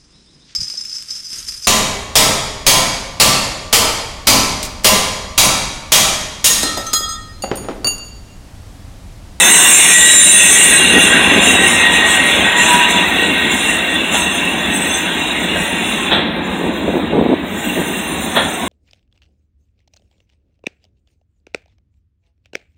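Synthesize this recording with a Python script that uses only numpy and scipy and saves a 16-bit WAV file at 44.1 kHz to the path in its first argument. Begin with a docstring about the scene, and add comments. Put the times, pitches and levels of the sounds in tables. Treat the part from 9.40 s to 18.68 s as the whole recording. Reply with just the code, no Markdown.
"""Slow freight train, close to the track

Freight cars roll slowly past a small camera whose microphone is 4 m from the squealing wheels at their nearest.
Coloured noise makes the ground rumble and the rail's roar; noise through resonances makes wheels ring and
gear clank. Flanges grind as swaying noise and lock into squeals, which are fluttering sine tones.
Random slaps on the microphone port make the gusts, and the camera limits and clips the loudest peaks."""
import sys
import numpy as np
from scipy import signal
from scipy.fft import rfft, irfft, next_fast_len
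from scipy.io import wavfile
from scipy.ndimage import uniform_filter1d, minimum_filter1d, map_coordinates

SR = 44100
rng = np.random.default_rng(int(sys.argv[2]) if len(sys.argv) > 2 else 0)


def output_pcm(signal):
    """Save a mono or channel-first signal as 16-bit PCM at the path in sys.argv[1].

    Samples are clipped to [-1, 1] before scaling.
    """
    pcm = np.clip(np.atleast_2d(signal).T, -1, 1) * 32767
    wavfile.write(sys.argv[1], SR, np.round(pcm).astype(np.int16))


N = 409248

# gusts on the microphone: start_s, length_s, level_db
GUSTS = [(1.19, 1.17, -22.5), (1.54, 0.052, -12), (1.91, 0.087, -14.5), (2.969, 0.043, -18.5),
         (3.715, 0.23, -20.5), (7.176, 0.14, -19.5), (7.469, 0.043, -14.5), (7.531, .072, -12),
         (7.717, 0.13, -10.5), (7.847, 0.1, -8), (8.351, 0.081, -18)]
# spectrum of the gusts at the port: frequency_hz, density_db
BUFFET_SPECTRUM = [(30, -34), (70, -21), (170, -3), (260, 0), (420, -1.5), (620, -8.5), (1000, -18.5),
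                   (2000, -51), (5000, -66)]
# spectrum of the rumble under the cars: frequency_hz, density_db
RUMBLE_SPECTRUM = [(25, -29), (42, -14), (62, -3), (95, -3.5), (135, -9.5), (180, 3), (225, 1.5), (330, 1),
                   (500, -10), (900, -13), (2000, -71)]
# rumble before its trim: time_s, level_db
RUMBLE_LEVEL = [(0, -26.5), (1.05, -29), (1.5, -22), (2.05, -22), (2.5, -24), (6.4, -25), (6.8, -21.5),
                (7.8, -23.5), (9.28, -25.5)]
# spectrum of the rail's roar: frequency_hz, density_db
ROAR_SPECTRUM = [(150, -23), (400, -5), (750, 2), (1050, 1), (1300, -3), (1700, -1.5), (2400, -3),
                 (3000, -8), (3800, -1.5), (4500, -29.5), (6500, -62), (12000, -53)]
# roar before its trim: time_s, level_db
ROAR_LEVEL = [(0.2, -19), (0.8, -31), (1.8, -18.5), (3.5, -20.5), (4.6, -25), (6.9, -25.5), (8.05, -30),
              (9.28, -25.5)]
# wheel modes rung by rolling: pitch_hz (wheel at rest), width_hz, relative_level_db
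RIM_MODES = [(1595, 143, -5.5), (1908, 82, 2), (2193, 210, -7), (2588, 215, -5.5), (2774, 101, 4),
             (3340, 150, -7.5), (3540, 66, 1.5), (3857, 133, -5)]
# ringing of the wheels before its trim: time_s, level_db
RING_LEVEL = [(0, -6), (.8, -10), (1.5, -8), (2.95, -11.5), (3.3, -9.5), (3.7, -13), (5, -17), (6.65, -19),
              (7, -29.5), (8.05, -35), (8.25, -22.5), (9.28, -31.5)]
# clanks of the running gear: start_s, level_db, t60_s, knock_against_ring_db
CLANKS = [(4.728, -18, 0.26, 2.5), (6.14, -24, 0.14, 7), (6.703, -9, 0.46, -1.5), (8.948, -11, 0.37, 3.5)]
# low resonances of a clank: pitch_hz, width_hz, relative_level_db
KNOCK_MODES = [(188, 60, -5), (620, 160, -2.5), (880, 120, -5), (1410, 156, -7), (1760, 230, -5.5)]
# high resonances of a clank: pitch_hz, width_hz, relative_level_db
CLINK_MODES = [(2630, 300, -7.5), (3334, 130, 6.5), (3570, 120, 1), (3820, 68, 4.5)]
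# wheel modes rung by the flange: pitch_hz (wheel at rest), width_hz, relative_level_db
FLANGE_MODES = [(5340, 54, -20), (6358, 64, 1), (7250, 130, 1), (8220, 116, 4), (9136, 107, 2),
                (10100, 330, -13), (11070, 71, -10.5), (12000, 150, -18)]
# spectrum of the flange scraping: frequency_hz, density_db
SCRAPE_SPECTRUM = [(3000, -7), (5200, -11), (6500, -2), (8400, -0.5), (9600, -5), (11500, -11),
                   (15500, -22)]
# spectrum of the finest hiss: frequency_hz, density_db
HISS_SPECTRUM = [(6000, -33), (10000, -16), (12500, -2.5), (14000, 3.5), (15600, 4)]
# steady contact of the flanges: time_s, grinding_db, fine_hiss_db
CONTACT = [(0, -9, -20), (.3, -4, -16), (.5, -8, -28), (1.25, -8, -26), (1.45, -17, -44), (1.9, -22.5, -43),
           (4, -31.5, -38), (6.65, -32, -41), (6.85, -52, -54), (8, -51.5, -52), (8.2, -31.5, -32),
           (9.28, -31.5, -36)]
# scrapes as a flange sways against the rail: start_s, length_s (until it lets go), level_db
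SCRAPES = [(1.554, 0.075, -16), (2.004, 0.12, -15.5), (2.193, 0.15, -17), (2.49, 0.072, -21.5),
           (2.646, 0.11, -19.5), (2.823, 0.14, -23.5), (3.153, 0.2, -17), (3.47, 0.044, -22),
           (3.75, 0.098, -31), (4.077, 0.25, -23.5), (4.702, 0.1, -19.5), (4.882, 0.13, -29),
           (5.316, 0.27, -25.5), (6.16, 0.051, -29), (6.41, 0.11, -30.5), (7.02, 0.26, -41),
           (7.3, 0.28, -44)]
# modes that can squeal, on a wheel at rest: name -> pitch_hz
SQUEAL_HZ = {"howl": 979.5, "whine": 1908, "cry": 2790, "chirp": 3490, "squeak": 3840, "pipe": 5540, "keen":
             6260, "shriek": 7220, "screech": 8180, "whistle": 9130}
# a wheel locks into one mode: start_s, length_s, mode_name, level_db
SQUEALS = [(0, .26, "keen", -16), (0.01, 0.5, "screech", -13), (0.103, 0.52, "pipe", -26.5),
           (0.222, 0.28, "whistle", -20), (0.482, 0.25, "whine", -13), (0.481, .52, "shriek", -8.5),
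           (.55, 0.48, "squeak", -15), (.62, 0.5, "whistle", -10), (.88, 0.26, "chirp", -19),
           (.85, 0.38, "keen", -18), (0.948, 0.51, "screech", -13.5), (1.1, 0.74, "whistle", -21.5),
           (1.3, 0.71, "cry", -17.5), (2.03, .21, "squeak", -20), (2.25, 0.8, "whine", -17),
           (3.041, 0.65, "howl", -21), (3.27, 0.19, "howl", -15), (3.451, 1.8, "cry", -25.5),
           (4.729, 0.17, "howl", -27), (5.282, 0.34, "screech", -24.5), (6.117, 0.64, "whistle", -36),
           (8.15, 0.82, "cry", -37), (8.342, 1.1, "whistle", -34)]
# bands that the camera takes out: centre_hz, half_width_hz, depth_db
NOTCHES = [(120.5, 20, -9), (4743, 400, -29.5)]

# pass of the squealing wheels: speed, nearest distance from the camera, moment when nearest
SPEED_M_PER_S, DISTANCE_M, NEAREST_S = 4.2, 4, 1.3
SCRAPE_ATTACK_S, SCRAPE_RELEASE_S = 0.042, 0.07  # pressing on; time constant of letting go
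SCRAPE_HISS_DB, HISS_GROWS = -26, 0.48  # fine hiss of a scrape at 0 dB; its dB for each dB of the scrape
PORT_LIMIT = 0.74  # the largest push that the microphone port passes on
LOW_CUT_HZ, TOP_HZ = 35, 15780  # the camera's bass filter and band limit


def amp(db):
    """Decibels to gain."""
    return 10 ** (np.asarray(db) / 20)


def unit(x):
    """Scale to rms 1."""
    return x / np.sqrt(np.mean(x ** 2) + 1e-20)


def curves(rows):
    """One value per sample for each column after the time."""
    s, *columns = np.transpose(rows)
    return [np.interp(np.arange(N) / SR, s, column) for column in columns]


def wobble(rate):
    """A smooth random curve of rms 1, rate knots a second."""
    knots = rng.standard_normal(int(N * rate / SR) + 4)
    return unit(map_coordinates(knots, [np.arange(N) * rate / SR], order=2))


def filtered(x, response):
    """x times a response of frequency."""
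    size = next_fast_len(N + SR // 2)
    spectrum = rfft(x, size) * response(np.fft.rfftfreq(size, 1 / SR))
    return irfft(spectrum, size)[:N]


def colour(points):
    """The response through (Hz, dB) points on a log axis."""
    f, db = np.transpose(points)
    return lambda hz: amp(np.interp(np.log(hz + 1), np.log(f), db))


def body(modes):
    """The response of (Hz, width, dB) resonances whose powers add."""
    def resonance_power(f, hz, width, db):
        return (amp(db) * f * width) ** 2 / ((hz * hz - f * f) ** 2 + (f * width) ** 2)
    return lambda f: np.sqrt(sum(resonance_power(f, *mode) for mode in modes))


def noise(response):
    """Fresh noise of rms 1 through a response."""
    return unit(filtered(rng.standard_normal(N), response))


def shimmer(x, patchy_db):
    """Small patches of time and frequency swell and fade at random within a sound; rms 1."""
    bins = signal.stft(x, nperseg=2048)[2]
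    field = rng.standard_normal(bins.shape)
    field = uniform_filter1d(field, size=2, axis=0)  # across frequency
    field = uniform_filter1d(field, size=10, axis=1)  # along time
    patchy = bins * amp(patchy_db * unit(field))
    return unit(signal.istft(patchy, nperseg=2048)[1][:N])


def doppler():
    """Pitch factor of wheels that pass on a straight track."""
    along_m = SPEED_M_PER_S * (np.arange(N) / SR - NEAREST_S)
    leaving_m_per_s = SPEED_M_PER_S * along_m / np.hypot(along_m, DISTANCE_M)
    return 1 - leaving_m_per_s / 343  # speed of sound, m/s


def ringing(modes, swell_db, rate, patchy_db):
    """Wheel modes under random forcing: each swells on its own, and all shift with the wheels' motion."""
    ring = np.zeros(N)
    for hz, width, db in modes:
        # the exponential narrows the skirts of the resonance
        mode = noise(lambda f: body([(hz, width, 0)])(f) * np.exp(-np.abs(f / hz - 1) * 3))
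        ring += amp(db + swell_db * wobble(rate)) * np.sqrt(width) * mode
    heard = np.cumsum(doppler())
    ring = shimmer(map_coordinates(ring, [heard], mode="mirror"), patchy_db)
    # the modes share one supply of energy: as one swells, the others give way
    power = np.abs(uniform_filter1d(ring ** 2, size=SR // 5))
    return ring / np.sqrt(power + 1e-9)


def wind(slap_rate=200, scatter_db=4.5):
    """Eddies slap the microphone port one after another in short, sputtering gusts."""
    t = np.arange(N) / SR
    force = sum(amp(db) * np.exp(-np.abs(2 * (t - s) / length - 1) ** 10) for s, length, db in GUSTS)
    gaps = rng.gamma(2, SR / slap_rate / 2, size=5000)  # samples; slap_rate is slaps a second
    at = np.cumsum(gaps).astype(int)
    strengths = amp(scatter_db * rng.standard_normal(len(at)))
    slaps = np.bincount(at, strengths, minlength=N)[:N]
    # each slap is a sudden push and a short swing of the port: the minimum-phase pulse of the spectrum
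    size = 4096
    cepstrum = irfft(np.log(colour(BUFFET_SPECTRUM)(np.fft.rfftfreq(size, 1 / SR))))
    push = irfft(np.exp(rfft(2 * cepstrum[:size // 2], size) - cepstrum[0]))
    buffet = force * unit(signal.fftconvolve(slaps - slaps.mean(), push)[:N])
    # the port rounds off the hardest slaps, which stay dull
    rounded = PORT_LIMIT * np.tanh(buffet / PORT_LIMIT)
    return filtered(rounded, colour([(1200, 0), (4000, -40)]))


def rumble():
    """Loaded axles shake the sleepers and the car bodies: low noise of uneven level."""
    load_db, = curves(RUMBLE_LEVEL)
    level = amp(load_db + 2.0 + 1.6 * wobble(22))
    return level * shimmer(noise(colour(RUMBLE_SPECTRUM)), patchy_db=0.5)


def rolling():
    """Rough treads make the rail roar and the wheels ring."""
    roar_db, = curves(ROAR_LEVEL)
    ring_db, = curves(RING_LEVEL)
    judder = amp(0.21 * wobble(35))
    roar = amp(roar_db + 2) * shimmer(noise(colour(ROAR_SPECTRUM)), patchy_db=3.0)
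    ring = amp(ring_db - 2.0) * ringing(RIM_MODES, swell_db=2.5, rate=14, patchy_db=3.5)
    return judder * (roar + ring)


def clanks(rise_s=0.024):
    """Heavy steel parts crash together with a short, rough swell and ring out."""
    out = np.zeros(N)
    knock, clink = noise(body(KNOCK_MODES)), noise(body(CLINK_MODES))
    for s, db, t60, knock_db in CLANKS:
        t = np.maximum(np.arange(N) / SR - s, 0)
        decay = amp(-60 * np.maximum(t - rise_s, 0) / t60)
        swell = np.minimum(t / rise_s, 1) * decay
        out += amp(db) * swell * (clink + amp(knock_db) * knock)
    # blunt, massive contacts put little into the treble
    rough = out * amp(0.54 * wobble(160))
    return filtered(rough, colour([(4200, -2.0), (6000, -33)]))


def flange_force():
    """Strength of grinding and fine hiss: steady contact plus scrapes that press on, hold and let go."""
    t = np.arange(N) / SR
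    grind, hiss = amp(curves(CONTACT)) ** 2  # powers, which add
    for start, length, db in SCRAPES:
        attack = np.clip((t - start) / SCRAPE_ATTACK_S, 0, 1)
        release = np.exp(-np.maximum(t - start - length, 0) / SCRAPE_RELEASE_S)
        press = attack * release
        grind = grind + (amp(db) * press) ** 2
        hiss = hiss + (amp(SCRAPE_HISS_DB + HISS_GROWS * db) * press) ** 2
    return np.sqrt(grind), np.sqrt(hiss)


def grinding(grip_db=2.5):
    """Flanges scrape along the rail head and stir the high wheel modes."""
    grind, fine = flange_force()
    chatter = amp(0.66 * wobble(50))
    modes = amp(-1.5) * ringing(FLANGE_MODES, swell_db=2.5, rate=14, patchy_db=3.5)
    scrape = amp(-7.5) * shimmer(noise(colour(SCRAPE_SPECTRUM)), patchy_db=5.5)
    # the finest hiss follows quick changes of grip
    grip = amp(grip_db * wobble(55))
    hiss = fine * grip * shimmer(noise(colour(HISS_SPECTRUM)), patchy_db=3)
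    return chatter * (grind * (modes + scrape) + hiss)


def squeals(flutter_db=3.5, waver=.0014, shrill_hz=8000):
    """Stick and slip sustains one mode; the tone stutters, and sinks as the wheel goes by."""
    out = np.zeros(N)
    grip, drift, shift = wobble(38), wobble(130), doppler()
    for start, length, mode, db in SQUEALS:
        hz = SQUEAL_HZ[mode]
        span = np.arange(max(int(start * SR), 0), min(int((start + length) * SR), N))
        own = span - rng.integers(N)  # every squeal stutters in its own way
        pitch_hz = hz * shift[span] * (1 + waver * drift[own])
        # low modes hold steadier
        stutter = amp(flutter_db * np.sqrt(hz / shrill_hz) * grip[own])
        tone = unit(stutter * np.sin(2 * np.pi * np.cumsum(pitch_hz) / SR))
        out[span] += amp(db) * signal.windows.tukey(len(span), .5) * tone
    return out


def scene():
    """The train and the wind at one microphone."""
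    train = rumble() + rolling() + clanks() + grinding() + squeals()
    return (wind() + train)[None]


def record(dry):
    """The camera notches two bands, limits and clips peaks, and cuts deep bass and all above its band limit."""
    def notch(f):
        return amp(sum(db * np.exp(-((f - hz) / width) ** 4) for hz, width, db in NOTCHES))
    x = filtered(dry[0], notch)
    # a fast limiter catches most of each overload; what slips past it clips
    allowed = minimum_filter1d(np.minimum(1, 1.15 / (np.abs(x) + 1e-9)), size=SR // 1000)
    limited = x * uniform_filter1d(allowed, size=SR // 800)
    clipped = np.clip(limited, -.97, .97)
    return filtered(clipped, lambda hz: (hz < TOP_HZ) * hz ** 2 / (hz ** 2 + LOW_CUT_HZ ** 2))[None]


dry = scene()
out = record(dry)
output_pcm(out)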